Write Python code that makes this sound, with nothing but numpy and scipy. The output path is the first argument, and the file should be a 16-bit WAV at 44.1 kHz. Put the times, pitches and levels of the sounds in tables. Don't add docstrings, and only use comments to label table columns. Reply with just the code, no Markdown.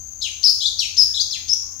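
import sys
import numpy as np
from scipy import signal
from scipy.fft import rfft, irfft, next_fast_len
from scipy.io import wavfile
from scipy.ndimage import uniform_filter1d, minimum_filter1d, map_coordinates

SR = 44100
rng = np.random.default_rng(int(sys.argv[2]) if len(sys.argv) > 2 else 0)


def bounce(signal):
    frames = np.transpose(np.atleast_2d(signal))
    limited = np.clip(frames, -1, 1)
    pcm = np.round(limited * 32767).astype(np.int16)
    wavfile.write(sys.argv[1], SR, pcm)


N = 79380

# time in seconds, pitch in Hz, level in dB.
FALLS = [
    [(.221, 3600, -31), (.227, 4115, -18), (.237, 3504, -23), (.246, 3205, -22), (.254, 2937, -20),
     (.270, 2501, -26.5), (.290, 1986, -43.5)],
    [(.790, 4357, -23.5), (.794, 4670, -14), (.803, 3950, -15), (.812, 3406, -22.5), (.826, 2860, -20.5),
     (.845, 2405, -27.5), (.864, 1975, -48.5)],
    [(1.318, 5100, -33.5), (1.328, 4240, -16), (1.335, 3556, -22), (1.346, 3000, -29), (1.360, 2300, -31),
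     (1.376, 1835, -42.5)],
]
ARCHES = [
    [(.436, 4150, -23), (.440, 4780, -9), (.447, 5570, -10), (.453, 5420, -10.5), (.461, 5100, -9.5),
     (.472, 4830, -12), (.484, 4780, -14), (.492, 5030, -8), (.498, 5250, -7), (.503, 5520, -16)],
    [(.975, 4350, -23), (.980, 5080, -10), (.986, 5500, -9.5), (.993, 5380, -9), (1.002, 5100, -6),
     (1.012, 4990, -13), (1.022, 5020, -13), (1.030, 5200, -9), (1.038, 5450, -15)],
    [(1.490, 4350, -26), (1.495, 5100, -16), (1.500, 5350, -14.5), (1.511, 5320, -20), (1.519, 5240, -12),
     (1.527, 5230, -19), (1.534, 5620, -9.5), (1.539, 5880, -19)],
]
RISES = [
    [(.615, 3150, -29.5), (.622, 3222, -24), (.632, 3448, -21), (.650, 3508, -22), (.656, 3502, -10.5),
     (.665, 4230, -13.5), (.674, 4810, -19.5), (.680, 4230, -40)],
    [(1.166, 3520, -29.5), (1.178, 3384, -19), (1.190, 3710, -24), (1.199, 4065, -16), (1.208, 4660, -14),
     (1.215, 5002, -16.5), (1.221, 4780, -12)],
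]
SECOND_VOICE = [
    [(.215, 3606, -26.5), (.219, 4454, -18.5), (.223, 5245, -21), (.231, 5180, -22), (.235, 5160, -36)],
    [(.427, 4250, -35), (.433, 6030, -17), (.437, 5600, -24)],
    [(.460, 3900, -25.5), (.468, 4250, -22.5), (.487, 4353, -15), (.500, 4780, -17)],
    [(.603, 3230, -27.5), (.611, 3750, -18), (.620, 4100, -21), (.634, 3790, -29)],
    [(.660, 4400, -37), (.672, 5540, -25), (.680, 6170, -20)],
    [(.786, 3900, -23.5), (.791, 5270, -16.5), (.795, 5810, -13), (.801, 5430, -20.5), (.806, 5630, -22)],
    [(.968, 4200, -22.5), (.974, 6260, -15.5), (.978, 5860, -39)],
    [(1.012, 4050, -30), (1.024, 4400, -24.5), (1.034, 4800, -20)],
    [(1.139, 3350, -30), (1.146, 3730, -18), (1.153, 4050, -20), (1.172, 3754, -24.5)],
    [(1.198, 4710, -30.5), (1.213, 6300, -18), (1.219, 6080, -25), (1.224, 5800, -28)],
    [(1.301, 4280, -33.5), (1.307, 5390, -24.5), (1.317, 5000, -18)],
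    [(1.482, 4670, -42), (1.488, 6280, -22), (1.492, 5800, -34)],
    [(1.530, 5400, -31), (1.536, 6030, -10.5), (1.541, 5540, -30)],
]
FAR_WHISTLES = [
    [(1.06, 1706, -66.5), (1.11, 1693, -62.5), (1.16, 1700, -63)],
    [(1.63, 1066, -62), (1.67, 1110, -64.5), (1.77, 1096, -67)],
]
# overtone gain into the trees in dB, overtone
# gain towards the microphones in dB, attack in seconds, relative pitch roughness per dB of softness.
VOICING = [(5.5, 0, .002, .0016), (2.5, -2.5, .004, .0005), (-1, -18, .021, .0016), (9, -20, .007, .0016)]
FACING_DB = [-1.3, 1.0, .3, -1.5]
# frequency in Hz, gain in dB.
THROAT = [(4000, -62), (6500, -1), (7700, -14.5), (8500, -29), (9200, -21), (10000, -26.5), (10900, -26),
          (11700, -33.5), (13500, -23.5), (15200, -28)]
FUNDAMENTAL_BEAM = [(2300, -6), (3200, -2), (4200, 0)]
OVERTONE_BEAM = [(8000, 4), (9300, -12), (10600, 1), (11200, -1), (12500, -17)]
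# frequency in Hz, relative level in dB.
RUMBLE_SPECTRUM = [(25, -27), (42, -2), (55, -4), (85, -8), (115, -15), (150, -20), (260, -22.5),
                   (340, -28.5), (500, -33), (950, -36), (1500, -65), (2500, -45)]
HISS_SPECTRUM = [(500, -4), (1100, 0), (1700, -5), (4000, -8.5), (9000, -15), (15500, -8)]
INSECT_SPECTRUM = [(3900, -47), (4400, -34), (4900, -25.5), (5350, -45), (5750, -29), (6000, -15),
                   (6250, 1), (6600, -6.5), (7100, -15), (7450, -31.5), (8000, -32), (9000, -83),
                   (11500, -52), (13500, -28.5), (15000, -47)]
ONSET_SPECTRUM = [(1500, -25), (2300, -10), (3500, 6), (5500, 7), (7500, -3), (9000, -22), (15000, -24)]
RASP_SPECTRUM = [(1500, -25), (2300, -17.5), (3000, -4.5), (6000, 13), (8500, -13.5), (9800, -3.5),
                 (11000, -2.5), (11800, -15), (13000, -11), (15500, -16)]
# frequency in Hz, level in dB.
HUM_LINES = [(81, -55.5), (165, -72)]
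# time in seconds, level in dB.
DRONE_SWELL = [(0, -87), (.8, -80), (1.25, -63.5), (1.55, -63), (1.7, -80)]
HISS_SWELL = [(0, 0.5), (.5, 7), (.9, 5.5), (1.25, 7.5), (1.8, 6)]
# frequency in Hz, time to fall 60 dB in seconds.
TREE_DECAY = [(2000, 0.47), (3500, 0.54), (5200, 0.59), (10000, 0.51), (15000, 0.43)]

# left in dB, right in dB.
RUMBLE_DB, HUM_DB, HISS_DB, INSECT_DB = [-50, -53], [7.5, -2.5], [-61.5, -63], [-32.5, -51.5]
DIRECT_DB, NEAR_DB, TAIL_DB = [0, -12.5], [-7, -17], [-4.5, -12.5]

EDGE_S = .0017
TIME = np.arange(N) / SR


def amp(db):
    return 10 ** (np.asarray(db) / 20)


def unit(x):
    return x / np.sqrt(np.mean(x ** 2) + 1e-20)


def along(points, hz):
    knots_hz, values = np.transpose(points)
    return np.interp(np.log(hz + 1), np.log(knots_hz + 1), values)


def wobble(rate):
    knots = rng.standard_normal(int(N * rate / SR) + 4)
    return map_coordinates(knots, [TIME * rate])


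def filtered(x, response):
    size = next_fast_len(N + SR // 2)
    return irfft(rfft(x, size) * response(np.fft.rfftfreq(size, 1 / SR)), size)[..., :N]


def noise(spectrum):
    return unit(filtered(rng.standard_normal((2, N)), lambda hz: amp(along(spectrum, hz))))


def air(width=.53):
    mid, side = noise(RUMBLE_SPECTRUM)
    rumble = unit(np.array([mid + width * side, mid - width * side]))
    hiss = noise(HISS_SPECTRUM) * amp(np.interp(TIME, *np.transpose(HISS_SWELL)))
    return amp(RUMBLE_DB)[:, None] * rumble + amp(HISS_DB)[:, None] * hiss


def hum(drone_hz=247, waver=.01474, swing_db=2.5):
    drone_db = np.interp(TIME, *np.transpose(DRONE_SWELL))
    lines = 0
    for hz, db in [*HUM_LINES, (drone_hz, drone_db)]:
        envelope = amp(db + swing_db * wobble(10.06))
        pitch = hz * (1 + waver * wobble(7.3))
        lines += envelope * np.sin(2 * np.pi * np.cumsum(pitch) / SR)
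    return amp(HUM_DB)[:, None] * lines


def insects(flutter_db=.5):
    chorus = noise(INSECT_SPECTRUM) * amp(-flutter_db * wobble(136))
    return amp(INSECT_DB)[:, None] * unit(chorus)


def onset_bursts(below_peak_db=20, half_width_s=.006, lead_s=.003):
    bursts = 0
    for note in FALLS + ARCHES:
        times, _, db = np.transpose(note)
        burst = np.exp(-((TIME - times[0] + lead_s) / half_width_s) ** 2)
        bursts += amp(db.max() - below_peak_db) * burst
    return bursts * noise(ONSET_SPECTRUM)[0]


def syrinx(curve, attack_s, rough_per_db, loud_db=-6, waver=.003, flutter_db=.8, tilt_db=2.5):
    times, hz, db = np.transpose(curve)
    level_db = np.interp(TIME, times, db)
    softness_db = loud_db - level_db
    roughness = waver + rough_per_db * np.maximum(softness_db, 0)
    glide = uniform_filter1d(np.interp(TIME, times, hz), size=130)
    pitch = glide * (1 + roughness * wobble(700))
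    opening, closing = (TIME - times[0]) / attack_s, (times[-1] - TIME) / EDGE_S
    gate = np.clip(np.minimum(opening, closing) + .5, 0, 1)
    envelope = np.sin(gate * np.pi / 2) ** 2 * amp(level_db + flutter_db * wobble(250))
    phase = 2 * np.pi * np.cumsum(pitch) / SR
    fundamental = np.sin(phase)
    beamed = fundamental * amp(along(FUNDAMENTAL_BEAM, pitch))
    overtones = sum(amp(along(THROAT, k * pitch) + tilt_db * (k - 2.5)) * np.sin(k * phase)
                    for k in (2, 3))
    overtones *= amp(-.35 * softness_db)
    return np.sqrt(2) * envelope * np.array([fundamental, beamed, overtones, np.ones(N)])


def bird(rasp_db=-21, rasp_facing_db=-7):
    direct = outward = onset_bursts()
    rasp_noise = amp(rasp_db) * noise(RASP_SPECTRUM)[0]
    for notes, facing_db, voicing in zip([FALLS, ARCHES, RISES, SECOND_VOICE], FACING_DB, VOICING):
        spread_db, beam_db, attack_s, rough_per_db = voicing
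        whistle, beamed, overtones, envelope = sum(syrinx(n, attack_s, rough_per_db) for n in notes)
        rasp = envelope * rasp_noise
        forward = amp(beam_db) * filtered(overtones, lambda hz: amp(along(OVERTONE_BEAM, hz)))
        direct = direct + amp(facing_db) * (beamed + amp(rasp_facing_db) * rasp + forward)
        outward = outward + whistle + rasp + amp(spread_db) * overtones
    return direct, outward


def forest(direct, outward, near_t60_s=.17, near_delay_s=.004, tail_rise_s=.01):
    hz, frame_s, spectra = signal.stft(rng.standard_normal((2, SR)), SR, nperseg=256)
    decay = amp(-60 * frame_s / along(TREE_DECAY, hz)[:, None])
    tail = signal.istft(spectra * decay, SR, nperseg=256)[1][:, :SR]
    t = np.arange(SR) / SR
    tail *= 1 - np.exp(-t / tail_rise_s)
    spikes = rng.standard_normal((2, SR)) ** 3
    near = spikes * amp(-60 * t / near_t60_s) * (t > near_delay_s)
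    echoes = sum(amp(db)[:, None] * path / np.linalg.norm(path, axis=1, keepdims=True)
                 for path, db in [(tail, TAIL_DB), (near, NEAR_DB)])
    scattered = signal.fftconvolve(outward[None], echoes, axes=1)[:, :N]
    return amp(DIRECT_DB)[:, None] * direct + scattered


def distant_whistles():
    return sum(syrinx(note, attack_s=EDGE_S, rough_per_db=.000514)[0] for note in FAR_WHISTLES)


def scene():
    return forest(*bird()) + insects() + air() + hum() + distant_whistles()


def record(dry, ceiling=.95, limiter_s=.004, top_hz=15700):
    size = int(limiter_s * SR)
    needed = ceiling / np.maximum(np.abs(dry).max(axis=0), ceiling)
    gain = uniform_filter1d(minimum_filter1d(needed, 2 * size), size)
    return filtered(dry * gain, lambda hz: hz < top_hz)


dry = scene()
out = record(dry)
bounce(out)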